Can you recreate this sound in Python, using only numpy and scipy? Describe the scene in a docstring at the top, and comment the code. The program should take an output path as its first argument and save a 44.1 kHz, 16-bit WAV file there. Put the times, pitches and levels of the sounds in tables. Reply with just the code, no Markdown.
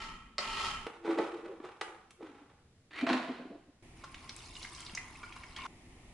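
"""Three jobs in a bare, echoing workshop, one straight after another, over faint still air.
First a hand file rasps over a chisel in a vise: clumped tooth catches excite the steel's resonances.
Next a steel support bar judders down into the sleeves of a wet grinder by stick-slip, knocks and groans.
Then, after a soft bump on the bench, the grinder's plastic trough is dragged, shoved home and shudders.
Last, water is poured into it from a bottle, bubbling, spattering and drumming, then cuts to a quiet wash."""
import sys
import numpy as np
from scipy import signal
from scipy.fft import rfft, irfft, next_fast_len
from scipy.io import wavfile
from scipy.ndimage import uniform_filter1d

SR = 44100
rng = np.random.default_rng(int(sys.argv[2]) if len(sys.argv) > 2 else 0)


def wav_out(sig):
    """Save sig, one row per channel (or a flat mono array), as 16-bit PCM at SR to the path in sys.argv[1]."""
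    wavfile.write(sys.argv[1], SR, np.round(np.clip(np.atleast_2d(sig).T, -1, 1) * 32767).astype(np.int16))


N = 270333
TIME = np.arange(N) / SR   # s
CUTOFF_HZ = 11150

# Colour of the still air: (frequency [Hz], relative density [dB per Hz])
AIR_COLOUR = [(20, -4), (100, -2.5), (220, -5), (550, -13), (900, -22), (2000, -22.5), (4000, -27.5),
              (11000, -34.5)]
AIR_DB = -67.3
# Decay time of the workshop's echo: (frequency [Hz], t60 [s])
ROOM_T60 = [(120, 0.75), (400, 0.43), (1400, 0.626), (4000, 0.1858), (10000, .5)]
# Stereo width of surrounding sound: (frequency [Hz], side minus mid [dB])
WIDTH = [(120, -22.5), (280, -19.5), (550, -8.5), (2400, -2), (5000, 3.5), (10000, 1.5)]

# File strokes: (teeth bite [s], hardest push [s], rasp level [dB])
FILE_STROKES = [(0, .015, -42.3), (.384, .655, -36.3)]
# The push builds slowly and eases off faster
PUSH_RISE_DB_PER_S, PUSH_FADE_DB_PER_S = 26, 79
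# Tooth hiss against the rasp at the hardest push; extra dB of hiss for each dB of push
HISS_DB, HISS_GROWTH = -2.3, .3
# File landing on the steel: (time [s], peak level [dB], brightness [dB per octave])
FILE_LANDS = [(0.381, -29, 1.5), (0.387, -32, -2.5)]
# Colour of the landing: (frequency [Hz], relative density [dB per Hz])
LANDING_COLOUR = [(300, -7), (950, 3), (1320, -7), (2000, 0), (3200, -7), (4800, 4), (6500, -12),
                  (8000, -19), (11000, -47.5)]
# Colour of the tooth catches: (frequency [Hz], relative density [dB per Hz])
RASP_COLOUR = [(300, -3), (560, -6), (850, 1), (1340, 2), (1480, -7), (1750, 1), (3300, 1), (6000, -10),
               (8500, -18.5), (11000, -18)]
# Resonances of the chisel: (frequency [Hz], width [Hz], gain [dB])
CHISEL_MODES = [(390, 25, -3), (915, 45, -3), (1115, 70, -8), (1275, 27, 0), (1320, 24, 5), (1900, 40, -3),
                (2060, 22, -6), (2460, 28, -5), (2780, 70, -7), (3085, 23, 2.5), (3150, 40, -8),
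                (4280, 300, -10), (5200, 200, -12), (7300, 150, -8)]
# The file damps the chisel as it lands: share of the ring left, and time the ring takes to build
RING_DAMPED, RING_BUILD_S = .3, .14
# Colour of the bench's rumble: (frequency [Hz], relative density [dB per Hz])
BENCH_COLOUR = [(10, -18), (26, 2), (60, -7), (130, -14), (240, -10.5), (420, -30), (1000, -80)]
# The bench rumbles late and follows only a share of the push's swing in dB
BENCH_DB, BENCH_LAG_S, BENCH_FOLLOWS = -50, .08, .42
FILING_ENDS = 0.866   # s

# Slips of the bar in its sleeves: (time [s], judder level [dB], scrape level [dB])
BAR_SLIPS = [(0.905, -55, -51), (1.06, -41, -43), (1.094, -27, -40), (1.14, -43, -44), (1.186, -28, -39.5),
             (1.201, -28, -41), (1.25, -42, -44), (1.345, -40, -50), (1.39, -45, -55), (1.45, -39.5, -52.5),
             (1.505, -42.5, -57), (1.54, -47, -62), (1.645, -47, -49), (1.88, -56, -51), (2.23, -44, -53),
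             (2.28, -50, -58), (2.355, -62, -58), (2.42, -57, -66), (2.49, -66, -63)]
# Every slip builds quickly; the judder dies sooner than the scrape
SLIP_RISE_DB_PER_S, JUDDER_FADE_DB_PER_S, SCRAPE_FADE_DB_PER_S = 560, 300, 95
# Knocks of the bar: (time [s], peak level [dB], brightness [dB per octave])
BAR_KNOCKS = [(0.866, -34, .8), (1.048, -40, -2.5), (1.076, -35, -5), (1.107, -33, -1.5),
              (1.186, -26.5, -2), (1.197, -29, -4.5), (1.6, -42.5, -4), (1.642, -45, -4.5),
              (1.811, -31.5, 2.3), (2.106, -54, 7), (2.207, -46, -6)]
# Resonances of the bar: (frequency [Hz], width [Hz], gain [dB])
BAR_MODES = [(338, 17, -2), (438, 22, -3), (473, 20, 0), (800, 79, 0), (1200, 140, -9), (2230, 470, -19),
             (3670, 740, -16)]
# Colour of the bar's contacts: (frequency [Hz], relative density [dB per Hz])
BAR_RUB_COLOUR = [(220, -7), (330, 9), (700, -3), (1400, -2.5), (3300, -13.5), (4600, -21), (11000, -33.5)]
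# Judder pitch wandering as the bar tilts: (time [s], main resonance [Hz])
BAR_PITCH = [(1.19, 334), (1.28, 352), (1.465, 338), (1.5, 405), (1.53, 328), (1.65, 365), (2.21, 360),
             (2.29, 285)]

# Bump of a hand on the bench: (time [s], level [dB])
BENCH_BUMPS = [(2.66, -62)]
BUMP_DB_PER_S = 70   # builds and dies alike

# Drag of the trough's rim over the housing:
# (start [s], peak [s], level [dB], rise [dB per s], fade [dB per s])
RIM_DRAG = (2.905, 2.99, -41.5, 195, 150)
# Colour of the rim's scrape: (frequency [Hz], relative density [dB per Hz])
RIM_COLOUR = [(220, -9), (320, 2), (520, -9), (1100, -2), (2000, 2), (3000, -4), (4400, -8), (5000, -21),
              (11000, -31)]
# Squeak of the rim, rising with the drag: (time [s], pitch [Hz])
SQUEAK_PITCH = [(2.93, 1750), (2.985, 2250), (3.01, 2370)]
SQUEAK_DB, SQUEAK_JITTER = -1.5, .035   # gain of the sine in the drag; share of pitch
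# Shove of the whole trough: (start [s], peak [s], level [dB], rise [dB per s], fade [dB per s])
SHOVE_HOME = (3.067, 3.11, -34.5, 110, 70)
GRUMBLE_DB = -2.5   # the shove's drive of the low judder, against its scrape
# Knocks of the trough: (time [s], peak level [dB], brightness [dB per octave])
TROUGH_KNOCKS = [(3.010, -39, 3), (3.024, -32, -17), (3.066, -30.5, -1), (3.090, -31.5, .5),
                 (3.098, -29, -3), (3.129, -30.5, 2.5)]
# Shudders of the settling trough: (time [s], level [dB])
SHUDDERS = [(3.038, -31), (3.112, -30), (3.147, -28.5), (3.298, -34.5), (3.402, -41.5), (3.455, -45),
            (3.513, -43), (3.555, -48), (3.69, -58)]
SHUDDER_RISE_DB_PER_S, SHUDDER_FADE_DB_PER_S = 900, 420
# Pitch of the shudder: (time [s], pitch [Hz])
TROUGH_PITCH = [(3.04, 292), (3.15, 251), (3.46, 250), (3.52, 280)]
# Resonances of the trough: (frequency [Hz], width [Hz], gain [dB])
TROUGH_MODES = [(251, 16, 8.5), (326, 30, 1), (535, 14, -5), (685, 106, 1), (1050, 60, -3), (1463, 33, -3),
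                (1680, 97, -12), (4100, 400, -15)]
# Colour of the trough's contacts: (frequency [Hz], relative density [dB per Hz])
TROUGH_RUB_COLOUR = [(250, 0), (1000, 2.5), (2200, 1.5), (4300, -7.5), (5500, -18), (11000, -33)]

# The stream begins; it churns once the trough floor is covered; its splashing is cut off abruptly (s)
POUR_STARTS, CHURN_STARTS, POUR_CUTS = 3.825, 3.965, 5.668
# Churning under the stream, before the two trims below:
# (time [s], large bubbles [dB], fine spray [dB])
CHURNING = [(3.98, -66, -70), (4.17, -60, -63), (4.53, -60, -56), (4.808, -56, -55), (5.07, -58.5, -62.5),
            (5.53, -59, -64)]
BUBBLING_DB, SPRAY_DB = 1, 2
# Colour of the bubbling water: (frequency [Hz], relative density [dB per Hz])
WATER_COLOUR = [(500, -12), (1050, 5.5), (1600, -6), (2200, 2.5), (5000, 1.5), (7200, -7), (11000, -6)]
# Loudest splashes: (time [s], peak level [dB], pitch [Hz], spatter against bubbles [dB])
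SPLASHES = [(4.038, -44, 1250, 6), (4.144, -42, 2700, 0), (4.294, -36, 4600, -5), (4.364, -42, 8000, -6),
            (4.554, -42.5, 3480, -1), (4.629, -39.5, 4400, -1), (4.647, -41.5, 2050, 0),
            (4.749, -43, 5760, -6), (4.805, -43.5, 6000, 0), (4.864, -40.5, 3750, -10),
            (4.895, -45, 2700, -4), (4.95, -34.5, 5600, -8), (4.974, -33, 2050, -5), (5.231, -46, 1400, 0),
            (5.324, -44.5, 2540, -1), (5.362, -45.5, 1210, 3), (5.435, -44, 2160, -1),
            (5.563, -38.5, 3200, 4), (5.649, -42, 1150, 0), (5.661, -44, 1250, 2)]
SCATTER_CYCLES = 12.5   # mean delay of a follower in cycles, so big low splashes last longer
# Lone ringing bubbles; the lowest is air gulped into the bottle:
# (time [s], pitch [Hz], level [dB], t60 [s])
LONE_BUBBLES = [(4.566, 2880, -38, .045), (4.935, 180, -38.5, .05), (4.977, 2020, -36, .07),
                (5.233, 2300, -42, .08), (5.238, 1400, -40, .08)]
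# Resonances of the air in the trough: (frequency [Hz], width [Hz], gain [dB])
HOLLOW_MODES = [(1050, 80, -3), (1380, 45, -3), (2200, 170, -7)]
# Colour of the drumming stream: (frequency [Hz], relative density [dB per Hz])
DRUMMING_COLOUR = [(12, -23), (20, -1), (88, -4), (260, -17.5), (360, -15.5), (528, -25.5), (725, -18.5),
                   (995, -23.5), (1640, -33), (1830, -22.5), (2260, -23.5), (4140, -37), (11000, -38.5)]
# Last slosh from the bottle: (start [s], peak [s], level [dB], rise [dB per s], fade [dB per s])
SLOSH = (5.562, 5.6, -49.5, 30, 15)
SLOSH_SPRAY_DB, SLOSH_DRUM_DB = -11, -7   # against its bubbles


def from_db(db):
    """Logarithmic level: decibels to amplitude gain."""
    return 10 ** (np.asarray(db) / 20)


def rms_one(x):
    """Normalisation of power: scale to rms 1."""
    return x / np.sqrt(np.mean(x ** 2) + 1e-20)


def at_hz(points, hz):
    """Logarithmic frequency: interpolate a table along log Hz."""
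    f, value = np.transpose(points)
    return np.interp(np.log(hz + 1e-3), np.log(f), value)


def tint(x, spectrum):
    """Spectral shaping: weight every frequency of a steady sound to give it a colour."""
    size = next_fast_len(x.shape[-1])
    hz = np.arange(size // 2 + 1) * SR / size
    coloured = irfft(rfft(x, size) * from_db(at_hz(spectrum, hz)), size)
    return coloured[..., :x.shape[-1]]


def diffuse(size=N):
    """Diffuse field: noise alike in both ears in the bass, unrelated in the treble."""
    mid, side = rng.standard_normal((2, size))
    return mid + tint(side, WIDTH) * [[1], [-1]]


def still_air():
    """Ambient noise: a steady diffuse field, strongest in the bass."""
    return from_db(AIR_DB) * rms_one(tint(diffuse(), AIR_COLOUR))


def band(x, low_hz, high_hz):
    """Band limitation: a causal band-pass."""
    sos = signal.butter(3, [low_hz, high_hz], "band", fs=SR, output="sos")
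    return signal.sosfilt(sos, x + 1e-18)


def drift(rate):
    """Random fluctuation: normal values of spread 1, drawn at a rate per second and joined by lines."""
    return np.interp(TIME * rate, np.arange(4096), rng.standard_normal(4096))


def grains(per_s, spread_db, clump_db, clump_rate):
    """Contact of rough surfaces: random tiny impulses of uneven size that swell in clumps."""
    uneven_db = spread_db * np.minimum(rng.exponential(1, N), 4)
    sizes = from_db(uneven_db + clump_db * drift(clump_rate))
    return (rng.random(N) < per_s / SR) * sizes * rng.choice([-1, 1], N)


def body(x, modes, direct_db):
    """Modal resonance: parallel two-pole resonators beside the plain sound of the contact."""
    out = from_db(direct_db) * x
    for hz, width, db in modes:
        r = np.exp(-np.pi * width / SR)
        feed = np.array([1, 0, -1]) * (1 - r * r) / 2
        poles = [1, -2 * r * np.cos(2 * np.pi * hz / SR), r * r]
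        out = out + from_db(db) * signal.lfilter(feed, poles, x + 1e-18)
    return out


def add(out, s, sound):
    """Superposition: mix a sound in at a time."""
    at = max(round(s * SR), 0)
    out[at:at + len(sound)] += sound[:max(len(out) - at, 0)]


def blows(rows, colour, modes, direct_db, chatter_s, rattle_db):
    """Impact excitation: a brief chatter drives the body, brighter for a harder contact."""
    out, t = np.zeros(N), TIME[:SR // 4]
    dying = np.exp(-t / chatter_s) + from_db(rattle_db) * np.exp(-t / 0.016)   # loose parts rattle on
    dying = dying * np.clip(t / .0015, 0, 1)
    for s, db, brightness in rows:
        tilted = [(hz, level + brightness * np.log2(hz / colour[0][0])) for hz, level in colour]
        chatter = tint(rng.standard_normal(len(t)), tilted) * dying
        ringing = band(body(chatter, modes, direct_db), 190, 12000)
        peak = np.sqrt(uniform_filter1d(ringing ** 2, SR // 100).max())   # rms over 10 ms
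        add(out, s, from_db(db) * ringing / peak)
    return out


def even(x):
    """Level regulation: hold a rub near rms 1 over 1/30 s, leaving its quick roughness."""
    return x / np.sqrt(np.abs(uniform_filter1d(x ** 2, SR // 30)) + 1e-20)


def swell(start_s, peak_s, db, rise_db_per_s, fade_db_per_s):
    """Exponential growth and decay: the gain of one push builds to a peak, then fades."""
    below = np.maximum((peak_s - TIME) * rise_db_per_s, (TIME - peak_s) * fade_db_per_s)
    onset = np.clip((TIME - start_s) / .005, 0, 1)
    return from_db(db - np.minimum(below, 150)) * onset


def bend(x, ratio):
    """Time-scale change: a varying reading speed slides every resonance by one ratio."""
    return np.interp(np.cumsum(ratio), np.arange(N), x, period=N)


def workshop(x, wet_db, pan_db):
    """Reverberation: direct sound plus a dense echo with its own decay in each octave-wide band."""
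    t, edges = TIME[:SR], np.geomspace(90, 13000, 8)
    noise = np.array([diffuse(size=SR), diffuse(size=SR)])
    noise = tint(noise, [(250, -6), (900, -2)])   # the echo is weaker in the bass
    tail = 0
    for k, (low, high) in enumerate(zip(edges, edges[1:])):
        t60 = at_hz(ROOM_T60, np.sqrt(low * high))
        tail = tail + band(noise[k % 2], low, high) * from_db(-60 * t / t60)
    tail = tail * np.clip(t / 0.0013, 0, 1)   # the bench and nearest wall answer first
    tail = tail / np.sqrt(np.sum(tail.mean(axis=0) ** 2) * SR / 2 / edges[-1])
    echo = signal.fftconvolve(x[None], tail, axes=1)[:, :N]
    heard = (x + from_db(wet_db) * echo) / np.hypot(1, from_db(wet_db))
    # only the middle range leans to one side
    ears = []
    for ear, lean in zip(heard, (pan_db, -pan_db)):
        ears.append(tint(ear, [(350, 0), (600, lean / 2), (2500, lean / 2), (4500, 0)]))
    return np.array(ears)


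def filing():
    """Forced modal vibration: teeth catch on steel, ringing chisel and vise; the bench rumbles."""
    push = sum(swell(*stroke, PUSH_RISE_DB_PER_S, PUSH_FADE_DB_PER_S) for stroke in FILE_STROKES)
    effort = push / push.max()
    teeth = tint(grains(per_s=6000, spread_db=3, clump_db=3, clump_rate=220), RASP_COLOUR)
    free = np.clip(np.abs(TIME - FILE_LANDS[0][0]) / RING_BUILD_S, RING_DAMPED, 1)
    # the direct part is raised as much as the ring's drive is damped
    steel = body(free * teeth, CHISEL_MODES, direct_db=-10 - 20 * np.log10(free))
    steel = bend(steel, 1 + .005 * drift(20))   # the ring shifts as the contact travels
    rasp = even(band(steel, 187, 3880))
    hiss = from_db(HISS_DB) * effort ** HISS_GROWTH * even(band(steel, 3200, 11000))
    cut = push * (rasp + hiss)
    landing = blows(FILE_LANDS, LANDING_COLOUR, CHISEL_MODES, direct_db=-3, chatter_s=0.0027, rattle_db=-17.5)
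    late_effort = np.interp(np.abs(TIME - BENCH_LAG_S), TIME, effort)
    rumble = from_db(BENCH_DB) * late_effort ** BENCH_FOLLOWS
    bench = rumble * rms_one(tint(diffuse(), BENCH_COLOUR))
    return (workshop(cut + landing, wet_db=-3, pan_db=-1.4) + bench) * (TIME < FILING_ENDS)


def slipping(s, db, rise_db_per_s, fade_db_per_s):
    """Intermittent friction: gain of slips of one shape, the strongest prevailing at each moment."""
    slips = [swell(0, at, level, rise_db_per_s, fade_db_per_s) for at, level in zip(s, db)]
    return np.max(slips, axis=0)


def groan(pitch, db, jitter, rough_db):
    """Mode locking: stick-slip settles on one resonance as a nearly pure, unsteady tone."""
    hz = np.interp(TIME, *np.transpose(pitch)) * (1 + jitter * drift(160))
    phase = 2 * np.pi * np.cumsum(hz) / SR
    return np.sqrt(2) * np.sin(phase) * from_db(db + rough_db * drift(130))


def support_bar():
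    """Stick-slip friction: the legs catch and slip in their sleeves, knocking home and groaning."""
    s, judder_db, scrape_db = np.transpose(BAR_SLIPS)
    judder = slipping(s, judder_db, SLIP_RISE_DB_PER_S, JUDDER_FADE_DB_PER_S)
    scrape = slipping(s, scrape_db, SLIP_RISE_DB_PER_S, SCRAPE_FADE_DB_PER_S)
    contacts = tint(grains(per_s=4000, spread_db=3.0, clump_db=5, clump_rate=78), BAR_RUB_COLOUR)
    slips = body(contacts, BAR_MODES, direct_db=-8)
    tilting = np.interp(TIME, *np.transpose(BAR_PITCH)) / BAR_MODES[0][0]
    low_rub = from_db(-2) * judder * even(bend(band(slips, 190, 580), tilting))
    high_rub = scrape * even(band(slips, 570, 12000))
    knocks = blows(BAR_KNOCKS, BAR_RUB_COLOUR, BAR_MODES, direct_db=-5.5, chatter_s=0.004, rattle_db=-16)
    tone = judder * groan(BAR_PITCH, db=-2, jitter=.025, rough_db=1.5)
    return workshop(low_rub + high_rub + knocks, wet_db=-4.5, pan_db=-1.2) + tone


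def bench_bump():
    """Low-frequency impact: a hand on the bench gives a low rumble that builds and dies alike."""
    gain = slipping(*np.transpose(BENCH_BUMPS), BUMP_DB_PER_S, BUMP_DB_PER_S)
    return gain * rms_one(band(rng.standard_normal(N), 70, 150))


def rim_drag():
    """Sliding friction: the rim scrapes along the housing with an unsteady, rising squeak."""
    contacts = tint(grains(per_s=2000, spread_db=3, clump_db=3, clump_rate=200), RIM_COLOUR)
    scrape = even(band(contacts, 200, 11000))
    squeak_hz = np.interp(TIME, *np.transpose(SQUEAK_PITCH)) * (1 + SQUEAK_JITTER * drift(900))
    squeak = np.sin(2 * np.pi * np.cumsum(squeak_hz) / SR)
    return swell(*RIM_DRAG) * (scrape + from_db(SQUEAK_DB) * squeak)


def trough():
    """Friction and impact on a plastic shell: it drags, clatters into its seat and shudders to rest."""
    drag = rim_drag()
    shove = swell(*SHOVE_HOME)
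    shudder = slipping(*np.transpose(SHUDDERS), SHUDDER_RISE_DB_PER_S, SHUDDER_FADE_DB_PER_S)
    judder = np.hypot(from_db(GRUMBLE_DB) * shove, shudder)
    contacts = tint(grains(per_s=4000, spread_db=1.5, clump_db=1.5, clump_rate=110), TROUGH_RUB_COLOUR)
    slips = body(contacts, TROUGH_MODES, direct_db=-5.5)
    low_rub = from_db(-1) * judder * even(band(slips, 190, 540))
    high_rub = shove * even(band(slips, 420, 13000))
    knocks = blows(TROUGH_KNOCKS, TROUGH_RUB_COLOUR, TROUGH_MODES,
                   direct_db=-7, chatter_s=0.0056, rattle_db=-17.5)
    tone = judder * groan(TROUGH_PITCH, db=-4, jitter=.05, rough_db=2.5)
    return workshop(low_rub + high_rub + drag + knocks, wet_db=-6.5, pan_db=-1.4) + tone


def bubble(hz, cycles, rise):
    """Bubble resonance: trapped air rings while falling 60 dB, its pitch rising near the surface."""
    age = np.arange(int(cycles * SR / hz) + 2) * hz / (cycles * SR)   # 0 to 1 over the ring
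    return np.sin(2 * np.pi * cycles * age * (1 + rise * age / 2)) * from_db(-60 * age)


def fizz(spread_db, cycles, rise, count=5000):
    """Superposed bubble resonances: many sizes under the stream, a few much louder than the rest."""
    out = np.zeros(N)
    for when, size, strength in rng.random((count, 3)):
        hz = 600 * 18 ** size
        loudness = from_db(-spread_db * np.log(strength + .02))
        s = POUR_STARTS + when * (TIME[-1] - POUR_STARTS)
        add(out, s, loudness * hz * bubble(hz, cycles, rise))
    return out


def splashes(pitch_spread, cycles, spatter_s, followers_db, count=12):
    """Air entrainment: a short spatter traps one main bubble, then a cluster of weaker ones."""
    out, t = np.zeros(N), TIME[:SR // 8]
    for s, db, hz, spatter_db in SPLASHES:
        cluster = np.zeros(len(t))
        add(cluster, 0, bubble(hz, cycles, rise=.1))
        for late, size in zip(rng.exponential(1, count), rng.standard_normal(count)):
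            pitch = min(hz * np.exp(pitch_spread * size), CUTOFF_HZ)
            strength = from_db(followers_db) * np.exp(-(late + size ** 2) / 2) * rng.choice([-1, 1])
            delay = min(late, 4) * SCATTER_CYCLES / hz
            add(cluster, delay, strength * bubble(pitch, cycles, rise=0.23))
        cluster = cluster / np.sqrt(uniform_filter1d(cluster ** 2, SR // 250).max())   # rms over 4 ms
        burst = np.sqrt(2 * t / spatter_s) * np.exp(-t / spatter_s)
        spatter = band(rng.standard_normal(len(t)), 800, 6000) * burst
        add(out, s, from_db(db) * (cluster + from_db(spatter_db) * spatter))
    return out


def pouring():
    """Bubble resonance in a hollow: drumming, bubbles and a slosh; it cuts abruptly to a quiet wash."""
    times, bubbling_db, spray_db = np.transpose(CHURNING)
    running, churning = TIME > POUR_STARTS, TIME > CHURN_STARTS
    slosh = swell(*SLOSH) * (TIME < POUR_CUTS)
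    bubbling = churning * from_db(BUBBLING_DB + np.interp(TIME, times, bubbling_db)) + slosh
    spray = churning * from_db(SPRAY_DB + np.interp(TIME, times, spray_db))
    spray = spray + from_db(SLOSH_SPRAY_DB) * slosh
    stream = tint(fizz(spread_db=3.4, cycles=50, rise=0.078), WATER_COLOUR)
    large, small = band(stream, 420, 2800), band(stream, 2450, 11600)
    water = bubbling * large / large[running].std() + spray * small / small[running].std()
    water = water * from_db(1.5 * drift(40))
    water = water + splashes(pitch_spread=.26, cycles=27, spatter_s=.005, followers_db=-1)
    water = body(water, HOLLOW_MODES, direct_db=-1)
    for s, hz, db, t60 in LONE_BUBBLES:
        add(water, s, from_db(db) * bubble(hz, hz * t60, rise=.06))
    drum_gain = np.hypot(from_db(-55.5) * running, from_db(SLOSH_DRUM_DB) * slosh)
    drumming = rms_one(body(tint(diffuse(), DRUMMING_COLOUR), TROUGH_MODES[:2], direct_db=0))
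    cut = np.where(TIME < POUR_CUTS, 1, from_db(-25))   # one step down
    return workshop(water, wet_db=-6, pan_db=-.7) * cut + drum_gain * drumming


def scene():
    """Superposition: the three jobs and the bump on the bench over the still air."""
    return still_air() + filing() + support_bar() + bench_bump() + trough() + pouring()


def record(dry):
    """Band limitation: a steep elliptic low-pass cuts the top."""
    return signal.sosfilt(signal.ellip(12, .1, 70, CUTOFF_HZ, fs=SR, output="sos"), dry)


dry = scene()
out = record(dry)
wav_out(out)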